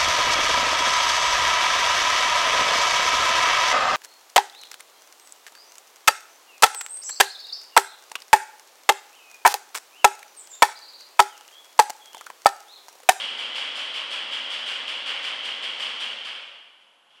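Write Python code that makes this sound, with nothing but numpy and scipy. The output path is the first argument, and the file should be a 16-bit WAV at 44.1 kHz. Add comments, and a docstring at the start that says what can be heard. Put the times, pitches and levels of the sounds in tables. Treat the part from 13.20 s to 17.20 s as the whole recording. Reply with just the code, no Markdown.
"""Carpet duster running empty

In a hard-walled workshop, three rows of straps on a long shaft slap about five times a second and shake
the sheet-metal frame, over the rattle and whine of the drive. It is switched off, a last slow beat rings
away, and a low hum and a scuffing step remain. A small microphone stands back, hearing mostly the room."""
import sys
import numpy as np
from scipy import signal
from scipy.fft import rfft, irfft
from scipy.io import wavfile
from scipy.ndimage import uniform_filter1d

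SR = 44100
rng = np.random.default_rng(int(sys.argv[2]) if len(sys.argv) > 2 else 0)


def wrap_up_sound(samples):
    """Save the sound to the file named by the first command line argument, as 16-bit audio."""
    columns = np.atleast_2d(samples).T
    # keep every value between -1 and 1, then stretch to whole-number steps
    tamed = np.clip(columns, -1, 1)
    steps = np.round(tamed * 32767).astype(np.int16)
    wavfile.write(sys.argv[1], SR, steps)


N = 176400
T = np.arange(N) / SR


def undb(db):
    """Decibels to gain."""
    return 10 ** (np.asarray(db) / 20)


def level(x, db):
    """Set the rms level."""
    return x * undb(db) / np.sqrt(np.mean(x ** 2) + 1e-20)


def lookup(hz, points):
    """Read a table on a log-frequency axis."""
    freqs, values = np.array(points, float).T
    return np.interp(np.log(hz + 1e-9), np.log(freqs), values)


def colour(x, points):
    """Causal filter with the response (frequency [Hz], gain [dB])."""
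    n = 2 * len(x)
    gain = undb(lookup(np.arange(n // 2 + 1) * SR / n, points))
    cepstrum = irfft(np.log(gain))
    cepstrum[1:n // 2] *= 2  # fold to minimum phase
    cepstrum[n // 2 + 1:] = 0
    return irfft(rfft(x, n) * np.exp(rfft(cepstrum)))[:len(x)]


def at_mic(x, spectrum, db):
    """Colour a source, drop any lead-in and set its level at the microphone."""
    return level(colour(x, spectrum)[-N:], db)


def wander(rate_hz, size):
    """Slow random drift with a spread of 1."""
    hold = int(SR / rate_hz)
    stairs = np.repeat(rng.standard_normal(size // hold + 1), hold)
    drift = uniform_filter1d(stairs, hold)[:size]
    return drift / drift.std()


def tone(hz, db, waver_hz=1.27):
    """A sine that wavers slightly in pitch."""
    pitch = hz + waver_hz * wander(17, N)
    return np.sqrt(2) * undb(db) * np.sin(2 * np.pi * np.cumsum(pitch) / SR)


def clicks(per_s, spread_db, size):
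    """Dense contacts of uneven strength, with even power over a few hundredths of a second."""
    hits = (rng.random(size) < per_s / SR) * rng.choice([-1, 1], size)
    hits = hits * undb(spread_db * rng.standard_normal(size))
    power = np.abs(uniform_filter1d(hits ** 2, size=1200))
    return hits / np.sqrt(power + 1e-6)


def burst(t, start_s, length_s):
    """Swell and fade of a cluster of contacts; its energy does not depend on its length."""
    age = np.maximum(t - start_s, 0) / length_s * 2
    return age * np.exp(-age) / np.sqrt(length_s)


def workshop(x, direct_db=-4.5, early_db=-8, early_s=0.032):
    """Hard walls heard from a distance: direct sound, sparse early reflections, a long tail that dulls."""
    # reverberation of the room (frequency [Hz], time to fall 60 dB [s])
    decay_times = [(150, 1.2), (500, 1.28), (1200, 1.18), (3000, 1.26), (5000, 1), (8000, 1.03),
                   (12000, 0.58)]
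    t = T[:N // 2]
    noise = rfft(rng.standard_normal(len(t)))
    hz = np.arange(len(noise)) * SR / len(t)
    centres = 125 * 2. ** np.arange(0, 7.5, .5)  # half-octave bands
    tail = 0
    for centre, pick in zip(centres, np.eye(len(centres))):
        band = irfft(noise * np.interp(hz, centres, pick))
        tail = tail + band * np.exp(-np.log(1000) * t / lookup(centre, decay_times))
    early = (rng.random(len(t)) < 400 / SR) * rng.standard_normal(len(t)) * np.exp(-t / early_s)
    response = tail * np.sqrt(2 * np.log(1000) / SR) + undb(early_db) * early / np.linalg.norm(early)
    response[0] += undb(direct_db)
    return signal.fftconvolve(x, response)[:len(x)]


def scattered(force, per_s, spread_db, spots=4):
    """Contacts spread along the machine: each spot reaches the microphone by its own paths."""
    return sum(workshop(force * clicks(per_s / spots, spread_db, len(force))) for _ in range(spots))


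def room_tone():
    """The air of the workshop, a faint idle hum and a thin electrical whistle."""
    # partials of the hum and the whistle (frequency [Hz], level [dB])
    hum = [(538, -78), (700, -77), (937, -80), (1507, -75)]
    whistle = [(10740, -94), (10826, -85), (10907, -87), (11143, -89), (11230, -87), (11310, -96)]
    # colour of the room air (frequency [Hz], gain [dB])
    air = [(30, -40), (100, -27), (220, -8.5), (350, -6.5), (550, -1.5), (1000, 4.5), (1800, -2.5),
           (3000, -8), (4200, -10), (6000, -15), (10200, -18), (11100, -20.5), (11650, -26), (13000, -28)]
    return sum(tone(hz, db) for hz, db in hum + whistle) + at_mic(rng.standard_normal(N), air, db=-62)


def steps(t):
    """Shoes scuff the concrete as the operator walks off."""
    # scuffs (time [s], relative level [dB], length [s])
    scuffs = [(3.605, -2, 0.017), (3.89, 1, 0.037), (3.944, 0.5, 0.024)]
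    # colour of a sole on concrete (frequency [Hz], gain [dB])
    sole = [(200, -20), (1000, -1), (3000, 0.5), (5000, -6), (9000, -19), (13000, -30)]
    force = sum(undb(db) * burst(t, start, length) for start, db, length in scuffs)
    grit = clicks(per_s=4000, spread_db=3, size=len(t))
    return at_mic(workshop(force * grit), sole, db=-77.5)


def tick(t):
    """One light, bright tick of the switch contactor."""
    # colour of the tick (frequency [Hz], gain [dB])
    spectrum = [(500, -25), (3000, -2), (7000, -3), (10000, -2), (13000, -12)]
    contact = burst(t, start_s=2.999, length_s=.004) * rng.standard_normal(len(t))
    return at_mic(workshop(contact), spectrum, db=-86)


def rundown(peak_s=3.15, width_s=0.22):
    """A faint metallic singing that swells and fades as the shaft stops."""
    # singing tones (frequency [Hz], level at the crest [dB])
    partials = [(1179, -70), (1550, -59.5), (2223, -58), (2417, -59)]
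    swell = np.exp(-((T - peak_s) / width_s) ** 2)
    return sum(tone(hz, db) for hz, db in partials) * swell


def drive(t, off_s=2.72, coast_s=0.66, stop_s=3.19, brake_s=0.057):
    """Chain and rollers rattle and the gears whine until the motor coasts to a stop."""
    # colour of chain and rollers (frequency [Hz], gain [dB])
    chain = [(30, -41), (65, -37), (110, -42), (155, -14.5), (190, -21.5), (225, -5), (270, -9.5),
             (470, -3), (510, 1), (580, 3.5), (720, -2), (1300, 1.5), (2400, -1.5), (3100, -1),
             (4500, -3.5), (6500, -20), (12000, -44.5)]
    # motor and gear tones at full speed (frequency [Hz], level [dB])
    gear_tones = [(222, -67.5), (239, -68.5), (299, -65), (562, -57), (912, -61.5), (1075, -55),
                  (1202, -63), (1251, -60), (1431, -61), (1610, -67), (1869, -73), (2025, -48)]
    pitch_wobble, flutter_db, slowing_per_s = 0.0019, 2, .35
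    since_off = np.maximum(t - off_s, 0)
    effort = np.exp(-since_off / coast_s - np.maximum(t - stop_s, 0) / brake_s)
    speed = np.exp(-since_off * slowing_per_s)
    rattle = at_mic(scattered(effort, per_s=900, spread_db=3.5, spots=2), chain, db=-41)
    whine = 0
    for hz, db in gear_tones:
        pitch = hz * speed * (1 + pitch_wobble * wander(25.04, len(t)))
        gain = undb(db + flutter_db * wander(9.9, len(t)))
        whine = whine + gain * np.sin(2 * np.pi * np.cumsum(pitch) / SR)
    return rattle + (whine * effort ** 2)[-N:]


def beater(t, frame_lag_s=0.0077, frame_stretch=1.52):
    """Each row of straps lands as a spray of slaps; the frame rattles just after, and for longer."""
    # rows landing (time [s], relative slap level [dB], relative frame level [dB], landing time [s])
    beats = [(-.018, 3.5, -6, 0.041), (0.171, 1, -2.5, 0.037), (0.344, 3.5, 2, 0.037),
             (.545, 2.5, -2.5, 0.042), (0.735, 1, -1, 0.033), (.902, 3, -0.5, 0.034),
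             (1.108, 2, -0.5, 0.039), (1.294, 2.5, -1.5, 0.043), (1.456, 3.5, 0.5, 0.044),
             (1.671, 1.5, -2.5, 0.033), (1.855, 2, 3.5, 0.034), (2.024, 2.5, 0, 0.038),
             (2.232, 1, -2.5, 0.038), (2.418, 1, 0, 0.029), (2.585, 3.5, 1, 0.046), (2.795, 2, -0.5, 0.032),
             (3.042, -2.5, -4, 0.03)]
    # colours of the straps and the sheet-metal frame (frequency [Hz], gain [dB])
    straps = [(40, -62), (120, -48), (500, -12.5), (1500, -4), (2500, -2.5), (3100, 1.5), (3800, -1.5),
              (4700, -1.5), (6300, -12), (8500, -13), (10200, -19.5), (11000, -27.5), (11800, -27),
              (13300, -41.5)]
    sheet_metal = [(40, -48), (100, -30), (200, -21), (500, -9.5), (1000, -1.5), (1500, 1), (2300, 4.5),
                   (3300, -8), (4800, -6.5), (6500, -21.5), (12000, -52.5)]
    turn_s = beats[3][0] - beats[0][0]  # three rows to a turn of the shaft
    lead_in = [(start - turn_s, *rest) for start, *rest in beats[:3]]
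    slap_force = frame_force = 0
    for start, slap_db, frame_db, length in lead_in + list(beats):
        slap_force += undb(slap_db) * burst(t, start, length)
        frame_force += undb(frame_db) * burst(t, start + frame_lag_s, length * frame_stretch)
    slaps = at_mic(scattered(slap_force, per_s=2200, spread_db=3.5), straps, db=-40.5)
    rattle = at_mic(scattered(frame_force, per_s=700, spread_db=5.2), sheet_metal, db=-40.5)
    return slaps + rattle


def scene():
    """The machine is already running in a one-second lead-in, so the room is full of sound."""
    t = np.arange(-SR, N) / SR
    return (beater(t) + drive(t) + rundown() + steps(t) + tick(t) + room_tone())[None]


def record(dry):
    """A small mono microphone that rings near 3 kHz and cuts the top."""
    # resonance of the microphone port (frequency [Hz], gain [dB])
    port = [(2000, -1.5), (2600, 3.5), (2850, 10), (3120, 12), (3370, 9.5), (3520, 2), (4000, -3)]
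    top_cut = signal.ellip(10, .2, 80, 13300, fs=SR, output="sos")
    return signal.sosfilt(top_cut, colour(dry[0], port))[None]


dry = scene()
out = record(dry)
wrap_up_sound(out)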